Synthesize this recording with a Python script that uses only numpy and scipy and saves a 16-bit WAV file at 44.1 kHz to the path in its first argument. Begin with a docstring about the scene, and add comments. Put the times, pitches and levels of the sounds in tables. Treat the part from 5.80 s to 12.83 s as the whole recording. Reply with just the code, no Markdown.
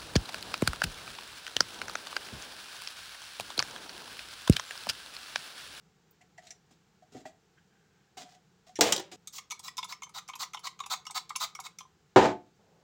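"""Light clinks and crunches over a quiet hiss: tongs turn crusty patties in an air fryer basket, then
drop on the counter, steel arms clashing. A hand pump squirts oil over the food, four strokes a second,
hissing through its nozzle, with trigger, piston and valve clicks between squirts. The bottle is set down
hard and drums the counter. A small kitchen, heard at arm's length through a small microphone."""
import sys
import numpy as np
from scipy import signal
from scipy.fft import rfft, irfft, next_fast_len
from scipy.io import wavfile

SR = 44100
rng = np.random.default_rng(int(sys.argv[2]) if len(sys.argv) > 2 else 0)


def generate_wav(sig):
    """Save sig (samples, or channels by samples) to the path in sys.argv[1] as 16-bit PCM at SR."""
    pcm = np.round(np.clip(np.atleast_2d(sig).T, -1, 1) * 32767).astype(np.int16)
    wavfile.write(sys.argv[1], SR, pcm)


N = 310023
EVENT_T = np.arange(16384) / SR  # time axis of one short sound, s

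# modes of the counter top: (f/Hz, level/dB, t60/s before damping)
COUNTER_MODES = [(106.5, -11.5, 0.14), (134.4, -9, 0.17), (193, -13.5, 0.24), (223.4, -9.5, 0.29),
                 (291, -6, 0.23), (376.2, 4.5, 0.18), (450, -9, 0.29), (501, 2.5, 0.12), (641, -10.5, 0.24),
                 (714, -10.5, 0.33), (790, -8.5, 0.32), (870.5, -8, 0.34), (978, -10.5, 0.17),
                 (1198, -14, 0.13)]
# what the small plastic pump head can radiate: (f/Hz, level/dB)
PUMP_HEAD = [(300, -59), (560, -4.5), (760, -0.5), (4800, -7.5), (7000, -32), (16000, -26)]
# resonances of the pump's hollow body: (f/Hz, width/Hz, level/dB)
PUMP_CAVITY = [(778, 112, -5), (1013, 108, 1), (1268, 97, 3.5), (2046, 46, -10)]


def amp(db):
    """Gain of a level in dB."""
    return 10 ** (np.asarray(db) / 20)


def unit(x):
    """x at rms 1."""
    return x / np.sqrt(np.mean(x ** 2) + 1e-20)


def along(points, hz):
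    """(f/Hz, value) points read on a log frequency axis."""
    f, values = np.transpose(points)
    return np.interp(np.log(hz + 1), np.log(f + 1), values)


def grid(size=len(EVENT_T)):
    """The frequencies of an FFT."""
    return np.fft.rfftfreq(size, 1 / SR)


def colour(points, size=len(EVENT_T)):
    """Causal response with the given (f/Hz, level/dB) spectrum."""
    cepstrum = irfft(np.log(amp(along(points, grid(size)))), size)
    cepstrum[1:size // 2] *= 2
    cepstrum[size // 2 + 1:] = 0
    return np.exp(rfft(cepstrum))


def body(resonances):
    """Causal response of (f/Hz, width/Hz, level/dB) resonances, alternating in sign."""
    f = grid()
    return sum((-1) ** k * amp(db) * 1j * f * width / (hz * hz - f * f + 1j * f * width)
               for k, (hz, width, db) in enumerate(resonances))


def peak(hz, width_hz, db):
    """A response that lifts one narrow resonance above the rest."""
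    return 1 + body([(hz, width_hz, db)])


def tube(hz, echo):
    """Sound running up and down a short tube resonates at multiples of hz."""
    return 1 / (1 - echo * np.exp(-2j * np.pi * grid() / hz))


def through(x, response):
    """A short sound passed through a response."""
    return irfft(rfft(x, len(EVENT_T)) * response)


def spread(x, length=.01):
    """x with the energy of rms 1 held for length seconds."""
    return x / np.sqrt(np.sum(x ** 2) / (length * SR) + 1e-20)


def add(track, t, x):
    """Mix x into the track at t seconds."""
    part = track[round(t * SR):][:len(x)]
    part += x[:len(part)]


def burst(response, t60, rise=0.00038):
    """One contact: a quickly dying crack, coloured by what it strikes; soft contacts rise slowly."""
    envelope = amp(-60 * EVENT_T / t60) * (1 - np.exp(-EVENT_T / rise))
    return spread(through(rng.standard_normal(len(EVENT_T)) * envelope, response))


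def ring(modes, damping, scatter_db):
    """Modes struck at new strengths; neighbours swing in opposite directions."""
    hz, db, t60 = np.transpose(modes)[:, :, None]
    strength_db = db + scatter_db * rng.standard_normal(hz.shape)
    sign = (-1) ** np.arange(len(hz))[:, None]
    partials = sign * amp(strength_db - 60 * damping * EVENT_T / t60) * np.sin(2 * np.pi * hz * EVENT_T)
    attack = 1 - np.exp(-EVENT_T / .0006)
    return spread(partials.sum(axis=0) * attack)


def grains(per_s, spike_db):
    """Tiny impacts of uneven size at random times."""
    n = len(EVENT_T)
    sizes = amp(spike_db * np.minimum(rng.exponential(size=n), 3)) * rng.choice([-1, 1], n)
    return unit(sizes * (rng.random(n) < per_s / SR))


def stroke(x, response, length, rise, fall):
    """An excitation that swells, lasts for length seconds and dies, through a response."""
    gate = np.clip(EVENT_T / rise, 0, 1) * np.exp(-np.maximum(EVENT_T - length, 0) / fall)
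    return spread(through(x * gate, response), max(length, rise))


def noise(points):
    """Steady noise of rms 1 with the given spectrum."""
    size = next_fast_len(N + 8192)
    spectrum = rfft(rng.standard_normal(size)) * amp(along(points, grid(size)))
    return unit(irfft(spectrum, size)[:N])


def room_tone():
    """Quiet room hiss; a faint low rush sets in near the end."""
    # spectra of the hiss and the rush: (f/Hz, level/dB)
    hiss = [(25, -3.5), (60, 0.5), (110, 1.5), (170, 10), (260, -6.5), (450, -0.5), (600, -15.5),
            (800, -5.5), (1000, -12.5), (1500, -10.5), (2000, -15), (7000, -19), (16000, -23)]
    rush = [(150, -11), (330, -10), (460, -0.5), (650, -4), (900, -6), (1300, -24.5), (4000, -33),
            (10000, -35)]
    onset = np.clip((np.arange(N) / SR - 6.78) / 0.015, 0, 1)
    return amp(-66.5) * noise(hiss) + amp(-69) * onset * noise(rush)


def kitchen_echo(x, block=8192, reflections=7):
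    """Near walls and the room's tail, drawn anew each block as the hands move; treble dies first."""
    # the room's decay: (f/Hz, t60/s)
    decay = [(120, .42), (500, 0.28), (1200, 0.25), (4000, 0.23), (8000, 0.16), (15000, 0.16)]
    # what the walls give back: (f/Hz, level/dB)
    walls = [(200, -2), (1200, -3.5), (5000, -1.5), (8000, 1.5), (12000, -4.5)]
    out = np.zeros(N)
    for i in range(0, N, block):
        hz, t, bands = signal.stft(rng.standard_normal(len(EVENT_T)), SR, nperseg=256)
        tail_db = along(walls, hz)[:, None] - 60 * t / along(decay, hz)[:, None]
        tail = signal.istft(bands * amp(tail_db), SR)[1] * np.clip(EVENT_T / 0.0026, 0, 1)
        tail /= np.linalg.norm(tail)
        delays = rng.uniform(.001, .009, reflections)  # counter, basket and back wall
        tail[(delays * SR).astype(int)] += amp(-6.5) * rng.choice([-1, 1], reflections)
        add(out, i / SR, signal.fftconvolve(x[i:i + block], tail))
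    return out


def in_kitchen(sources):
    """Direct sound and echo of (sound, echo level/dB) pairs."""
    direct = sum(x for x, _ in sources)
    return direct + kitchen_echo(sum(amp(echo_db) * x for x, echo_db in sources))


def food_in_basket():
    """Soft patties thud and ring the basket; their crust crunches on the ribs."""
    # a patty or a tong tip touches the basket: (t/s, thud/dB, basket ring/dB, crunch/dB)
    touches = [(.407, -88, -64.5, -73), (.579, -84, -55, -64.5), (.906, -64, -73, -65),
               (1.22, -79, -62, -75), (1.319, -59, -72, -61), (1.347, -42, -57, -71),
               (1.365, -47, -54, -59.5), (1.453, -50.5, -47, -54), (2.369, -53.5, -54.5, -47.5),
               (2.889, -94, -63.5, -67.5), (3.314, -54, -57.5, -46.5)]
    # food slides over the basket: (start/s, end/s, scrape/dB, patty rumble/dB)
    slides = [(0.618, .715, -66, -80), (0.906, 0.935, -74, -68), (1.33, 1.413, -65, -61),
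              (2.371, 2.43, -52, -63), (2.445, 2.554, -66, -90), (2.864, 2.886, -61.5, -77.5),
              (3.325, 3.353, -62, -53.5)]
    # a tong tip rubs along the basket's wall: (start/s, end/s, level/dB)
    rubs = [(1.77, 1.777, -62), (1.884, 2.063, -78.5), (2.076, 2.29, -83)]
    # resonances of patty, basket and basket wall: (f/Hz, width/Hz, level/dB)
    patty_modes = [(215, 83, -6), (295, 110, -5.5), (405, 80, -5)]
    basket_modes = [(630, 58, -6.5), (734, 32, 3.5), (1964, 90, -13.5)]
    wall_modes = [(1600, 130, 6), (3200, 190, -8)]
    # the crust's crunch: (f/Hz, level/dB)
    crust_spectrum = [(400, -40.5), (1200, 4), (1900, 0.5), (3000, 4), (5500, 3), (9000, 2), (16000, -9)]
    out, crust = np.zeros(N), colour(crust_spectrum)
    soft = colour([(700, -7), (2000, -9.5), (5000, -20.5)])
    patty, basket = soft * body(patty_modes), soft * body(basket_modes)
    for t, thud_db, ring_db, crunch_db in touches:
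        add(out, t, amp(thud_db - 0.5) * burst(patty, t60=0.047))
        add(out, t, amp(ring_db + 5) * burst(basket, t60=0.032, rise=0.0015))
        add(out, t, amp(crunch_db + 2) * burst(crust, t60=0.11, rise=0.0054))
    for start, end, scrape_db, rumble_db in slides:
        for db, response in ((rumble_db, patty), (scrape_db, basket), (scrape_db + .5, crust)):
            friction = grains(per_s=2500, spike_db=5.5)
            add(out, start, amp(db) * stroke(friction, response, end - start, rise=0.0055, fall=.01))
    wall = body(wall_modes)
    for start, end, db in rubs:
        friction = grains(per_s=780, spike_db=2)
        add(out, start, amp(db) * stroke(friction, wall, end - start, rise=0.0036, fall=0.017))
    return out


def tong_clinks():
    """The tips of the tongs tick lightly against metal."""
    # a tip meets metal: (t/s, level/dB, brightest f/Hz)
    clinks = [(0.412, -60, 2100), (0.577, -54, 1940), (0.668, -52, 3930), (.705, -44, 5760),
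              (2.955, -42, 5600), (2.965, -49.5, 3180)]
    # resonances of a tip: (f/Hz, width/Hz, level/dB)
    tip_modes = [(1830, 230, -0.5), (3020, 1500, -8), (4050, 240, -4), (5650, 1300, -7.5),
                 (7310, 640, -1.5), (9480, 1100, -3.5)]
    out, tip = np.zeros(N), body(tip_modes)
    for t, db, hz in clinks:
        add(out, t, amp(db) * burst(tip * peak(hz, width_hz=490, db=11.5), t60=0.055, rise=0.002))
    add(out, .31, amp(-55.5) * burst(body([(15000, 1800, 0)]), t60=.03))  # one thin, very high tick
    return out


def dropped_tongs():
    """The soft tips land first and damp the counter; the steel arms clash in turn, chatter and bounce."""
    # the tongs land and bounce: (t/s, thud/dB, steel/dB)
    bounces = [(2.989, -26, -48.5), (3.009, -28, -17), (3.023, -29.5, -35.5), (3.123, -55, -20.5),
               (3.162, -63, -32.5), (3.178, -42, -39.5), (3.196, -39.5, -41.5)]
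    # modes of the steel arms: (f/Hz, level/dB, t60/s before damping)
    steel_modes = [(1920, -6, .13), (2890, -4, .14), (3330, -4, .15), (3750, -3, .14), (4050, -5, .14),
                   (4490, -4, .13), (5510, -3, .13), (5680, -3, .13), (6000, -1, .13), (6350, -1, .15),
                   (7070, -3, .13), (7470, -2, .16), (8060, -2, .12), (8600, -3, .1)]
    # the dull clack on the counter and the bright clash of steel: (f/Hz, level/dB)
    clack_spectrum = [(60, -20.5), (130, -3.5), (260, -2.5), (480, 6), (900, 0), (1400, -5.5), (2100, -5),
                      (3200, -8), (8000, -24.5)]
    clash_spectrum = [(700, -38), (2000, -23), (3000, 7.5), (6500, 4), (9000, 8), (13000, -0.5),
                      (16000, 0.5)]
    out, clack, clash = np.zeros(N), colour(clack_spectrum), colour(clash_spectrum)
    for t, thud_db, steel_db in bounces:
        clack_db = 0.22 * thud_db + 0.78 * steel_db - 2.5
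        add(out, t, amp(thud_db) * ring(COUNTER_MODES, damping=3.2, scatter_db=4.5))
        for delay_s, arm_db in ((0, 0), (.0035, -10)):  # the second arm lands more lightly
            steel = amp(1.5) * burst(clash, t60=0.023)
            steel += amp(-9) * ring(steel_modes, damping=2, scatter_db=3)
            arm = amp(clack_db) * burst(clack, t60=0.05) + amp(steel_db) * steel
            add(out, t + delay_s, amp(arm_db) * arm)
    chatter_start_s, rise_s, hold_s = 3.01, .006, 0.066
    for db, fall_db_per_s, response in ((-33, 270, clash), (-29.5, 174, clack)):
        chatter = unit(through(grains(per_s=3000, spike_db=1.5), response))
        level = amp(db - fall_db_per_s * np.maximum(EVENT_T - hold_s, 0))
        add(out, chatter_start_s, np.clip(EVENT_T / rise_s, 0, 1) * level * chatter)
    return out


def bottle_set_down(contacts=4, gap_stretch=1.19):
    """The full bottle clacks down in short rattles that drum the counter, and grinds as it settles."""
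    # it lands, then rocks twice: (t/s, counter thud/dB, clack/dB, first rattle gap/s)
    landings = [(6.36, -14, -10, 0.008), (6.428, -21, -24.5, 0.012), (6.492, -36.5, -31, .009)]
    # the knock of its base: (f/Hz, level/dB)
    knock_spectrum = [(30, -15), (60, -12), (110, -10), (400, 1), (950, 0), (1400, -8.5), (2100, -10.5),
                      (4000, -20.5), (7000, -26), (16000, -40.5)]
    out, knock = np.zeros(N), colour(knock_spectrum)
    ringing_base = knock * peak(840, width_hz=210, db=-1)
    for t, thud_db, clack_db, gap in landings:
        for k in range(contacts):  # each contact is weaker, each gap longer
            thud = amp(thud_db + 2 - 2.5 * k) * ring(COUNTER_MODES, damping=1.3, scatter_db=1)
            clack = amp(clack_db - 3.5 - 3.5 * k) * burst(ringing_base, t60=0.097)
            add(out, t + gap * np.sum(gap_stretch ** np.arange(k)), thud + clack)
    grind = stroke(grains(per_s=7100, spike_db=2.5), knock, length=0.1, rise=.002, fall=0.023)
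    add(out, landings[0][0], amp(-26) * grind)
    return out


def pump_click(bright_db, snap_hz, knock_db, knock_hz, tick_db, tick_hz):
    """A hollow knock, a snap and a tick; a brighter contact trades knock for tick."""
    # resonances of the plastic's snap: (f/Hz, width/Hz, level/dB)
    snap_modes = [(2176, 175, 1.5), (2670, 860, -4.5), (3615, 530, -0.5)]
    # the high tick: (f/Hz, level/dB)
    tick_spectrum = [(1000, -42), (4000, 1.5), (6400, 6.5), (8000, 5), (10500, 9), (16000, -4.5)]
    knock_hz *= np.exp(rng.normal(0, 0.047))  # pitches vary from click to click
    tick_hz *= np.exp(rng.normal(0, 0.133))
    head = colour(PUMP_HEAD)
    knock = head * body(PUMP_CAVITY) * peak(knock_hz, width_hz=106, db=11)
    snap = head * body(snap_modes) * peak(snap_hz, width_hz=116, db=13)
    tick = colour(tick_spectrum) * tube(knock_hz, echo=0.3) * peak(tick_hz, width_hz=185, db=12)
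    return (amp(knock_db - bright_db - 2.5) * burst(knock, t60=0.023, rise=0.0005)
            + amp(-.5) * burst(snap, t60=0.028, rise=0.002)
            + amp(tick_db + bright_db + 3) * burst(tick, t60=0.044, rise=0.00031))


def oil_pump():
    """Oil sputters through the nozzle until the piston bottoms out; the pump clicks as it refills."""
    # the clicks of the pump's cycle: (t/s, level/dB, brightness/dB, snap f/Hz)
    releases = [(3.473, -49.5, 10, 3720), (3.701, -55, 4, 4240), (3.707, -42, 4.5, 3670),
                (3.969, -51.5, 9.5, 3600), (4.22, -47.5, -2.5, 2190), (4.478, -63, 11, 4500),
                (4.734, -46.5, -0.5, 2050), (4.99, -54, -1, 4060), (5.252, -55.5, 1, 2230),
                (5.493, -52, 7.5, 3880), (5.75, -45.5, 2, 2230), (5.986, -52, 9, 2370)]  # the finger lets the trigger go
    returns = [(3.717, -41.5, 5, 2270), (3.979, -39.5, 3.5, 3650), (3.986, -42, -0.5, 3640),
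               (4.232, -48, 4.5, 3050), (4.486, -47, 0.5, 2170), (4.496, -48.5, -1.5, 2200),
               (4.744, -42.5, -1.5, 3530), (5.002, -42, -3, 3770), (5.266, -45, 2.5, 2870),
               (5.503, -46.5, -8, 1940), (6.005, -51.5, -0.5, 3110)]  # the piston springs back to its stop
    valves = [(4.028, -38, 6, 3520), (4.267, -68, -14, 2260), (4.534, -45, 1.5, 3140),
              (4.77, -45, 2.5, 3000), (5.036, -46.5, 3, 3500), (5.297, -57.5, -12, 3580),
              (5.554, -39.5, 3, 2710), (5.789, -57.5, -17.5, 3600), (6.049, -75.5, -16.5, 3630)]  # the valve shuts as the chamber fills
    presses = [(3.793, -58, 3, 3480), (4.043, -51.5, 0.5, 3630), (4.292, -64.5, -0.5, 2270),
               (4.554, -52.5, 0, 2520), (4.792, -63.5, 2.5, 2250), (5.061, -52.5, -0.5, 2570),
               (5.308, -55, 2.5, 2320), (5.56, -43.5, 4.5, 2300), (5.8, -53, 2, 2270)]  # the finger takes up the trigger's slack
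    # squirts of oil: (start/s, end/s, push/dB, mist/dB, whistle f/Hz, stop click/dB)
    squirts = [(3.522, 3.582, -63, -48, 4400, -44.5), (3.827, 3.88, -55, -50, 3950, -44),
               (4.078, 4.123, -51, -52, 4450, -43.5), (4.337, 4.383, -46.5, -50.5, 3740, -46),
               (4.587, 4.63, -42.5, -42.5, 4380, -42), (4.83, 4.869, -45, -49.5, 4350, -40.5),
               (5.096, 5.134, -37, -39.5, 3610, -38.5), (5.342, 5.375, -38.5, -41, 4510, -40),
               (5.595, 5.641, -37.5, -39, 3630, -43), (5.832, 5.863, -51, -52, 3720, -47.5)]
    # resonances of the nozzle and of the bottle, which rings on: (f/Hz, width/Hz, level/dB)
    nozzle_modes = [(2180, 370, -10), (3300, 750, -8.5), (3966, 234, 5), (4700, 210, 1)]
    bottle_modes = [(1040, 14, -6.5), (1190, 12, 1), (2200, 17, -8)]
    # the hiss of the mist: (f/Hz, level/dB)
    mist_spectrum = [(600, -27.5), (1500, -16), (3000, -5), (5500, 3), (7500, 2.5), (10000, 1.5),
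                     (16000, 2)]
    out, head = np.zeros(N), colour(PUMP_HEAD)
    cavity, nozzle = head * body(PUMP_CAVITY), head * body(nozzle_modes)
    mist = colour(mist_spectrum) * tube(1230, echo=0.067)
    for clicks, voice in ((releases, dict(knock_db=2, knock_hz=1244, tick_db=-2, tick_hz=6283)),
                          (returns, dict(knock_db=5, knock_hz=1070, tick_db=-2.5, tick_hz=5259)),
                          (valves, dict(knock_db=2, knock_hz=908, tick_db=-18.5, tick_hz=5400)),
                          (presses, dict(knock_db=9.1, knock_hz=934, tick_db=9.6, tick_hz=10600))):
        for t, db, bright_db, snap_hz in clicks:
            add(out, t, amp(db) * pump_click(bright_db, snap_hz, **voice))
    for start, end, push_db, mist_db, whistle_hz, stop_db in squirts:
        whistle = nozzle * peak(whistle_hz, width_hz=110, db=6.5)
        for db, response in ((push_db, cavity), (push_db + 0.5, whistle), (mist_db + 6, mist)):
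            sputter = grains(per_s=6000, spike_db=3)
            # pressure builds and drains in the nozzle
            add(out, start, amp(db) * stroke(sputter, response, end - start, rise=0.02, fall=0.0085))
        stop = pump_click(bright_db=0, snap_hz=1930, knock_db=0.5, knock_hz=1100, tick_db=0, tick_hz=5685)
        add(out, end, amp(stop_db) * stop)
    return out + signal.fftconvolve(out, irfft(body(bottle_modes)))[:N]


def scene():
    """One counter, an arm's length from the microphone: first the turning, then the oiling."""
    turning = in_kitchen([(food_in_basket(), -8), (tong_clinks(), -12), (dropped_tongs(), -10)])
    oiling = in_kitchen([(oil_pump(), -11.5), (bottle_set_down(), -11)])
    turning *= np.clip((3.362 - np.arange(N) / SR) / .002, 0, 1)  # it stops short, echo and all
    return (turning + oiling + room_tone())[None]


def record(dry):
    """A small mono microphone with a dip in the top octave and a steep band limit."""
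    # the microphone's response: (f/Hz, level/dB)
    microphone = [(20, -29), (40, -5.5), (90, -1), (7400, 0.5), (8600, -9), (10000, -13), (13300, -14),
                  (15000, -5), (16000, -8)]
    size, top_hz = 2 * next_fast_len(N // 2 + 8192), 16000
    band_limit = 1 / np.sqrt(1 + (grid(size) / top_hz) ** 240)
    return irfft(rfft(dry, size) * colour(microphone, size) * band_limit, size)[:, :N]


dry = scene()
out = record(dry)
generate_wav(out)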